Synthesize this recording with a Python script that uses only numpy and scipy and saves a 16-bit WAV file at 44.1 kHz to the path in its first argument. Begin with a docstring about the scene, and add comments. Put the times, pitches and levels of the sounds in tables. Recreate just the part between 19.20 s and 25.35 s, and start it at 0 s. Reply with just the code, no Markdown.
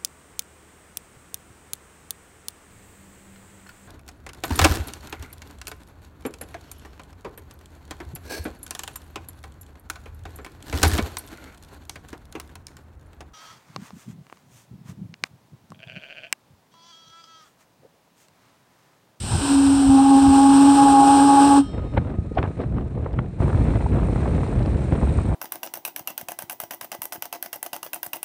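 """A steamboat's whistle blows for two seconds. First steam hisses out, then the air in the pipe
sounds a low note. From 0.7 s the jet overblows it, and a rough, higher note grows strong.
At 2.4 s the valve shuts and the whistle's metal bell rings on faintly, while condensed water drips
and wind hits the microphone in puffs. From 4.2 s, on the open deck, the wind buffets it steadily
and the boat's wake washes and sprays; near 5.9 s one wave breaks."""
import sys
import numpy as np
from scipy import signal
from scipy.fft import rfft, irfft, next_fast_len
from scipy.io import wavfile
from scipy.ndimage import uniform_filter1d, minimum_filter1d, map_coordinates

SR = 44100
rng = np.random.default_rng(int(sys.argv[2]) if len(sys.argv) > 2 else 0)


def to_wav(sig):
    """Store sig (one row per channel, or 1-D mono) as 16-bit WAV at the path in sys.argv[1].

    Samples outside -1..1 are clipped; the rate is SR.
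    """
    pcm = np.clip(np.atleast_2d(sig), -1, 1) * 32767
    pcm = np.round(pcm).astype(np.int16)
    wavfile.write(sys.argv[1], SR, pcm.T)  # frames by channels


N = 271215

SPEAK_S, SPEAK_RISE_S = .318, .035  # the pipe has begun to sound by this time
SHUT_S = 2.39  # the valve closes
OPEN_DECK_S, STEP_S = 4.2, 0.015  # from here on nothing shelters us from wind and wake


def amp(db):
    """Turn decibels into a gain."""
    return np.exp(np.asarray(db) * (np.log(10) / 20))


def unit(x):
    """Scale a signal to an average (rms) size of 1."""
    return x / np.sqrt(np.mean(x ** 2) + 1e-20)


def curve_through(rows):
    """Join rows of (seconds, values...) with straight lines: one curve for each value column."""
    times, *columns = np.transpose(rows)
    return [np.interp(np.arange(N) / SR, times, column) for column in columns]


def ramp(end_s, length_s):
    """Rise straight from 0 to 1 over length_s, arriving at end_s."""
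    return np.clip(1 + (np.arange(N) / SR - end_s) / length_s, 0, 1)


def since(s):
    """Seconds gone by since s, 0 before."""
    return np.maximum(np.arange(N) / SR - s, 0)


def hump(t, rise_s, fall_s):
    """A rounded hump of height 1 at t = 0."""
    width = np.where(t < 0, rise_s, fall_s)
    return np.exp(-.5 * np.minimum((t / width) ** 2, 60))


def swell(s, rise_s, fall_s):
    """A hump at time s, one value per sample."""
    return hump(np.arange(N) / SR - s, rise_s, fall_s)


def wobble(rate):
    """A smooth curve through `rate` random points a second."""
    coarse = np.arange(0, N + 16, 16)
    points = rng.standard_normal(int(N * rate / SR) + 4)
    smooth = map_coordinates(points, [coarse * rate / SR])
    return np.interp(np.arange(N), coarse, unit(smooth))


def filtered(x, response):
    """Scale each frequency in x by response(hz)."""
    size = next_fast_len(N + 8192)
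    return irfft(rfft(x, size) * response(np.fft.rfftfreq(size, 1 / SR)), size)[:N]


def colour(points, hz):
    """The gain at hz, read from a curve through (Hz, dB) points."""
    point_hz, db = np.transpose(points)
    return amp(np.interp(np.log(hz + 1), np.log(point_hz), db))


def noise(points):
    """Noise of size 1, its tone shaped by (Hz, dB) points."""
    return unit(filtered(rng.standard_normal(N), lambda hz: colour(points, hz)))


def wake(drops_per_s=900, break_s=5.94):
    """Churned water washes along the hull and throws droplets of very different sizes."""
    # The tone of the wash and of the spray. Each row: frequency in Hz, relative level in dB.
    wash_tone = [(100, -8), (600, -4), (1300, 4.5), (2500, 4), (3000, -6.5), (4100, -2), (5200, -10),
                 (6600, 3.5), (8300, -14.5), (9400, -5), (9900, 2), (10500, -7), (16000, -23)]
    spray_tone = [(1200, -19), (2600, -6), (4500, -13), (7000, 3), (9500, 11), (16000, -11)]
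    deck = ramp(OPEN_DECK_S, STEP_S)
    wash_db = -57.5 * (1 - deck) - 48 * deck
    wash = amp(wash_db + 1.3 * wobble(7) + 1.3 * wobble(120)) * noise(wash_tone)
    spray_db = -89 * (1 - deck) - 63 * deck + 2 * since(OPEN_DECK_S)
    spray_db += 5.5 * swell(break_s, .087, .087)  # one wave breaks in a shower
    lands = rng.random(N) < drops_per_s / SR
    drops = lands * amp(3.5 * np.clip(rng.standard_normal(N), -2, 2))
    drop_fade = np.exp(-np.arange(SR // 50) / SR / .0006)
    patter = unit(signal.fftconvolve(drops, drop_fade)[:N])
    return wash + amp(spray_db) * patter * noise(spray_tone)


def splashes():
    """Water drips from the whistle, later sprays from the wake: each splash is a bright spit of noise."""
    # Each row: start in seconds, level in dB, fade time in seconds.
    spits = [(2.897, -53, .006), (3.15, -51, .01), (3.413, -49, 0.013), (3.67, -57, .006),
             (3.93, -50, .005), (4.236, -44, .002), (5.276, -45, .002), (5.392, -41, .004),
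             (5.428, -42, .004), (5.46, -40, .004), (5.892, -40, .003)]
    level, t = np.zeros(N), np.arange(SR // 16) / SR
    for s, db, fade_s in spits:
        level[round(s * SR):][:len(t)] += amp(db) * np.exp(-t / fade_s)
    return level * noise([(800, -15), (2500, 0), (4500, 3), (8000, -15), (10000, -7), (16000, -8)])


def wind_levels():
    """How loud the wind's rumble and flutter sound, in dB: a steady level with gusts on top."""
    # Each row: peak time in seconds, length in seconds, rumble and flutter strength in dB.
    gusts = [(.05, 0.027, -23.5, -40), (.145, .035, -19.5, -40), (0.504, 0.045, -29, -46),
             (.69, 0.018, -23.5, -50), (1.084, .028, -23.5, -45), (2.55, .03, -27, -33),
             (2.64, .018, -26, -36), (2.77, .025, -17.5, -31), (2.885, .035, -27.5, -31.5),
             (2.993, 0.011, -24.5, -51), (3.2, .025, -22.5, -31), (3.27, .025, -26, -33),
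             (3.41, .025, -28, -29.5), (3.476, .03, -23.5, -43), (3.585, 0.039, -20.5, -32.5),
             (3.765, 0.043, -25.5, -38), (3.886, 0.048, -30, -34.5), (3.99, 0.044, -23, -38),
             (4.249, .035, -18, -30.5), (4.424, 0.074, -17, -30.5), (4.56, .015, -19, -33),
             (4.748, 0.039, -18, -28.3), (4.85, 0.025, -17.5, -29.5), (5.12, 0.066, -20.5, -28.5),
             (5.382, 0.057, -19.5, -33), (5.595, .025, -24, -32), (5.73, .02, -24, -32),
             (5.85, .035, -26, -32), (5.914, 0.018, -18.5, -36), (6.133, 0.045, -18.5, -32)]
    # Each pair is (rumble, flutter).
    ducked_db = (-36, -60)  # the wind sounds quieter while the loud whistle blows
    shelter_db, deck_db = (-30.3, -44.5), (-20.8, -32.5)
    after, deck = ramp(SHUT_S + 0.09, .08), ramp(OPEN_DECK_S, STEP_S)
    steady_db = np.outer(ducked_db, 1 - after) + np.outer(shelter_db, after - deck)
    steady_db += np.outer(deck_db, deck) + 1.2 * wobble(12)
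    t = np.arange(0, N / SR, .002)
    gust_power = sum(np.outer(amp(levels_db) ** 2, hump(t - s, .78 * length, 1.04 * length))
                     for s, length, *levels_db in gusts)
    return 10 * np.log10(amp(steady_db) ** 2 + curve_through(np.column_stack([t, *gust_power])))


def wind():
    """Swirls of air on the microphone rumble and flutter, rasping more in stronger wind."""
    # The tone of the rumble and of the flutter. Each row: frequency in Hz, relative level in dB.
    rumble_tone = [(20, -30), (32, -14), (46, -0.5), (62, 1.5), (95, -1), (135, -3.5), (180, -8),
                   (250, -16), (420, -28.5), (900, -83)]
    flutter_tone = [(120, -19), (220, 1.5), (310, 0), (600, -6.5), (1200, -17.5), (2400, -29), (4500, -45),
                    (9000, -61)]
    burst = wobble(75)
    rumble_db, flutter_db = wind_levels()
    rumble = amp(rumble_db) * unit(amp(1.6 * burst) * noise(rumble_tone))
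    flutter = noise(flutter_tone)
    rasp = filtered(flutter, lambda hz: 1 - 1 / (1 + (hz / 800) ** 4))  # the part above 800 Hz
    rasp_db = -4.0 + 0.23 * (flutter_db + 31.5) + 3.8 * wobble(260)
    ragged = unit(amp(2.58 * burst) * (flutter - rasp + rasp * amp(rasp_db)))
    return rumble + amp(flutter_db + 1.5) * ragged


def crackles(per_s=16):
    """On the open deck small puffs come at random: extra rows for puffs()."""
    # Their shape: half length in seconds, centre in Hz, spread in Hz, relative thump level in dB.
    shape = (.0018, 550, 560, -6)
    gap_draw, level_draw = rng.random((60, 2)).T
    times = OPEN_DECK_S + np.cumsum(-np.log(1 - gap_draw)) / per_s
    levels_db = -28.5 + 2.5 * (2 * level_draw - 1)
    return [(s, db, *shape) for s, db in zip(times, levels_db) if s < N / SR]


def puffs(thump_hz=78.3, thump_fade_s=.0099):
    """A hard swirl passes the microphone: a quick swell of ragged air, then a low thump of pressure."""
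    # Each row: peak time in seconds, level in dB, half length in seconds, centre frequency in Hz,
    # spread in Hz, relative thump level in dB.
    sharp_puffs = [(1.082, -25, 0.0088, 120, 200, 10), (2.777, -15.5, .0038, 550, 900, 5),
                   (2.987, -28, 0.0028, 250, 250, 10), (3.118, -23.5, 0.0033, 316, 199, -12),
                   (3.176, -15, 0.0035, 744, 150, -20), (3.186, -18.5, 0.0052, 396, 1120, -1),
                   (3.23, -19.5, .0009, 400, 1300, -3), (3.24, -19.5, 0.0019, 350, 850, -10),
                   (3.252, -29.5, 0.0065, 800, 600, -4), (3.405, -25.5, .006, 500, 340, -5),
                   (3.584, -22, 0.0014, 440, 620, -11), (3.779, -27.5, 0.0038, 435, 347, 4),
                   (3.863, -21.5, 0.0016, 575, 434, -12), (3.991, -16.5, 0.0016, 440, 770, 4),
                   (4.205, -25, 0.0023, 400, 636, 13), (4.225, -23.5, 0.0058, 300, 640, 8),
                   (4.281, -24, .0024, 500, 550, -5), (4.665, -23, 0.0022, 850, 298, -10),
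                   (5.059, -24.5, 0.0023, 750, 556, -8), (5.234, -22.5, .0013, 420, 650, -6),
                   (5.988, -22, 0.0022, 600, 500, 7)]
    out, t = np.zeros(N + SR), np.arange(-4096, 4096) / SR
    hz, after = np.fft.rfftfreq(len(t), 1 / SR), np.maximum(t, 0)
    for s, db, half_s, centre_hz, spread_hz, thump_db in sharp_puffs + crackles():
        band = np.exp(-abs(hz - centre_hz) / spread_hz)
        air = irfft(rfft(rng.standard_normal(len(t))) * band)
        shape = (1 + (t / half_s) ** 2 / 2) ** -1.5
        air *= np.linalg.norm(shape) / np.linalg.norm(air * shape)  # size 1 within the swell
        thump = amp(thump_db + 7) * np.sin(2 * np.pi * thump_hz * after) * np.exp(-after / thump_fade_s)
        out[round(s * SR) - len(t) // 2:][:len(t)] += amp(db) * (shape * air + thump)
    return out[:N]


def air_tone(hz, jitter_hz, flicker_db, rough, width_hz):
    """A tone shaken by the jet: its pitch and size waver, and swirling steam adds breath around it."""
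    def breath():
        white = rng.standard_normal(N)
        return rough * unit(filtered(white, lambda f: 1 / np.hypot(1, f / width_hz) / (1 + (f / 110) ** 4)))

    phase = 2 * np.pi * np.cumsum(hz + jitter_hz * wobble(50)) / SR
    size = unit(amp(flicker_db * wobble(44.78)))
    tone = (size + breath()) * np.sin(phase) + breath() * np.cos(phase)
    return np.sqrt(2 / (1 + 2 * rough ** 2)) * tone


def overblow(fall_db_per_s=650):
    """How hard the jet drives the upper note: it follows the low one in and dies as the valve shuts."""
    # Each row: time in seconds, strength of the upper note in dB.
    strength = [(.35, -48), (.64, -32.5), (.8, -21), (1.53, -20.5), (1.62, -14.5), (1.88, -11.5),
                (2.02, -17), (2.18, -13), (2.26, -17.5), (2.35, -13.5), (2.4, -25)]
    drive_db = curve_through(strength)[0] - fall_db_per_s * since(SHUT_S)
    return amp(drive_db) * ramp(SPEAK_S, SPEAK_RISE_S)


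def bell(max_beat_hz=8):
    """Steam rings the metal until the valve shuts. It is not quite round, so each tone beats with a twin."""
    # The metal's tones. Each row: pitch in Hz, relative level in dB, seconds to fade by 60 dB.
    tones = [(1249, -52, 4.5), (1766, -66, 1.4), (2762, -66, 1.3), (2939, -64, 1.1), (3171, -57, .7),
             (3219, -58, .5), (3661, -66, 1.5), (3704, -62, 1.8), (4107, -67, 1.1), (4290, -69, 1.5),
             (4463, -67, 1.1), (5254, -61, 1.2), (5577, -62, .5), (6130, -70, .5), (7490, -69, .6),
             (7765, -68, .75), (8527, -70, .4)]
    t = np.arange(N) / SR
    after, waver = since(SHUT_S + .08), .5 * wobble(14)
    ring = np.zeros(N)
    for (hz, db, fade_s), (split, offset) in zip(tones, rng.random((len(tones), 2))):
        live = slice(0, int((SHUT_S + fade_s) * SR))
        phase = 2 * np.pi * hz * t[live] + np.roll(waver, int(offset * N))[live]
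        beat_hz = max_beat_hz * (1 + split) / 2
        twin = .45 * np.sin(phase + 2 * np.pi * (beat_hz * t[live] + offset))
        ring[live] += amp(db + 3.8 - 60 * after[live] / fade_s) * (np.sin(phase) + twin)
    # at full pressure the jet sings faintly on the edge, near the metal's lowest tone
    edge = air_tone(tones[0][0], jitter_hz=6, flicker_db=2, rough=.5, width_hz=14)
    return ramp(SHUT_S, SHUT_S) * ring + amp(-22.5) * overblow() * edge


def steam(cut_db=21, cut_s=.039, empty_db_per_s=210):
    """The jet roars at the pipe's mouth and hisses at the slot; both flutter together."""
    # How loud the steam sounds; it dips as the note comes in.
    # Each row: time in seconds, relative level in dB.
    steam_level = [(0, -36), (.08, -31.5), (.2, -30.5), (.25, -28.5), (.31, -27.3), (.37, -31.5),
                   (.92, -31.8), (1.33, -29.5), (2.18, -28.8), (2.25, -27), (2.39, -30.5)]
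    # The tone of the roar and of the hiss. Each row: frequency in Hz, relative level in dB.
    roar_tone = [(100, -32), (220, -0.5), (330, 3), (480, -2), (620, -4), (740, 2.5), (930, 5), (1050, 1),
                 (1330, -3), (1540, -2), (1680, -6.5), (1880, -26), (3000, -62)]
    hiss_tone = [(800, -7.5), (1700, -6.5), (2150, -9.5), (2600, 0), (3100, 1), (3500, -2), (4100, -0.5),
                 (6000, 3), (16000, -0.5)]
    steam_db = curve_through(steam_level)[0] + 0.54 * wobble(14.04)
    # the level drops as the valve closes, then the pipe empties
    steam_db -= cut_db * ramp(SHUT_S + cut_s, cut_s) + empty_db_per_s * since(SHUT_S + cut_s)
    flutter = wobble(70)
    roar_db = steam_db - 1 + 2.15 * since(0) + .5 * flutter
    roar = amp(roar_db) * ramp(.12, .12) * noise(roar_tone)
    hiss = amp(steam_db + 4.0 + 0.59 * flutter) * noise(hiss_tone)
    return roar + hiss


def notes(drive):
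    """Pitch of both notes and strength of the low one, from the pipe's heat and the overblow."""
    # The pitch sags on cold, wet steam and climbs with heat. Each row: time in seconds, pitch in Hz.
    pitch = [(.24, 281), (.45, 275.5), (.8, 272), (1.27, 275.5), (1.5, 279.5), (1.8, 278.5), (2.34, 282.5),
             (2.44, 275)]
    lock_s, lock_rise_s = .7, .073  # the upper note locks in, and the low one grows with it
    scoop_hz, scoop_s = 55, .065  # the upper note slides up into that lock
    stir_s, stir_db, speak_db = .235, -23, -14.3  # the low note stirs softly before it sounds fully
    hard = 1 / (1 + (amp(-17) / (drive + 1e-6)) ** 4)  # 0 when blown gently, near 1 when blown hard
    low_hz, = curve_through(pitch)
    high_hz = 3 * low_hz - 15 * hard  # hard blowing pulls the upper note flat
    high_hz -= scoop_hz * swell(lock_s - lock_rise_s, scoop_s / 2, scoop_s)
    low_db = stir_db + (speak_db - stir_db) * ramp(SPEAK_S, SPEAK_RISE_S)
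    low_db += 4 * ramp(lock_s, lock_rise_s) + .7 * wobble(14)
    low_db -= 3.8 * hard  # the upper note robs the low one
    low_db -= 420 * since(SHUT_S + .012)  # it dies just after the valve shuts
    return low_hz, high_hz, amp(low_db) * ramp(stir_s, SPEAK_RISE_S)


def whistle(flap_hz=136):
    """One jet sounds two notes in the pipe, the upper at nearly three times the lower's frequency."""
    drive = overblow()
    low_hz, high_hz, low_size = notes(drive)
    breathy = .23 + 1.2 / (1 + (drive / amp(-30)) ** 2)  # clears as the upper note locks in
    low = low_size * air_tone(low_hz, jitter_hz=1.6, flicker_db=.45, rough=.06, width_hz=14)
    high = drive * air_tone(high_hz, jitter_hz=3, flicker_db=1.1, rough=breathy, width_hz=18.5)
    # slightly out of tune, the notes trade strength back and forth
    beat = drive * np.sin(2 * np.pi * np.cumsum(3 * low_hz - high_hz) / SR)
    low, high = low * (1 + 0.53 * beat), high * (1 - beat)
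    # blown hard, the jet flaps and makes both notes rasp
    flap = drive * air_tone(flap_hz, jitter_hz=14.2, flicker_db=-1.5, rough=0.52, width_hz=14)
    rasp = flap * (0.42 * low + .5 * high)
    # the jet adds sum and difference tones; the mouth sends out the high ones best
    mixed = amp(-13.5) * low ** 2 + amp(-3.5) * low * high
    extra_tones = filtered(mixed, lambda hz: colour([(200, -53), (550, -4.0), (1100, 4.5)], hz))
    return low + high + extra_tones + rasp


def scene():
    """Whistle overhead, wind and water around the deck, in one channel."""
    return (whistle() + steam() + bell() + wind() + wake() + splashes() + puffs())[None]


def record(dry, ceiling_db=-3.0, low_cut_hz=38, top_hz=15700):
    """The microphone drops the deepest bass and colours the treble; a fast limiter holds the peaks."""
    # The microphone's colour. Each row: frequency in Hz, gain in dB.
    mic_tone = [(3900, -0.5), (4150, -0.5), (4500, -5.5), (5350, -2.5), (6600, -16.5), (7300, -5),
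                (8200, 3.5), (8750, 5.5), (9300, -5.5), (9870, -29), (10400, -19), (11200, -16.5),
                (12000, -27.5), (13200, -21), (15600, -35)]
    heard = filtered(dry[0], lambda hz: colour(mic_tone, hz) * (1 - 1 / (1 + (hz / low_cut_hz) ** 4)))
    needed_gain = np.minimum(1, amp(ceiling_db) / (abs(heard) + 1e-9))
    gain = uniform_filter1d(minimum_filter1d(needed_gain, size=441), size=441)
    end_fades = np.minimum(1, np.minimum(np.arange(N), np.arange(N)[::-1]) / 128)
    return filtered(heard * gain * end_fades, lambda hz: hz < top_hz)[None]


dry = scene()
out = record(dry)
to_wav(out)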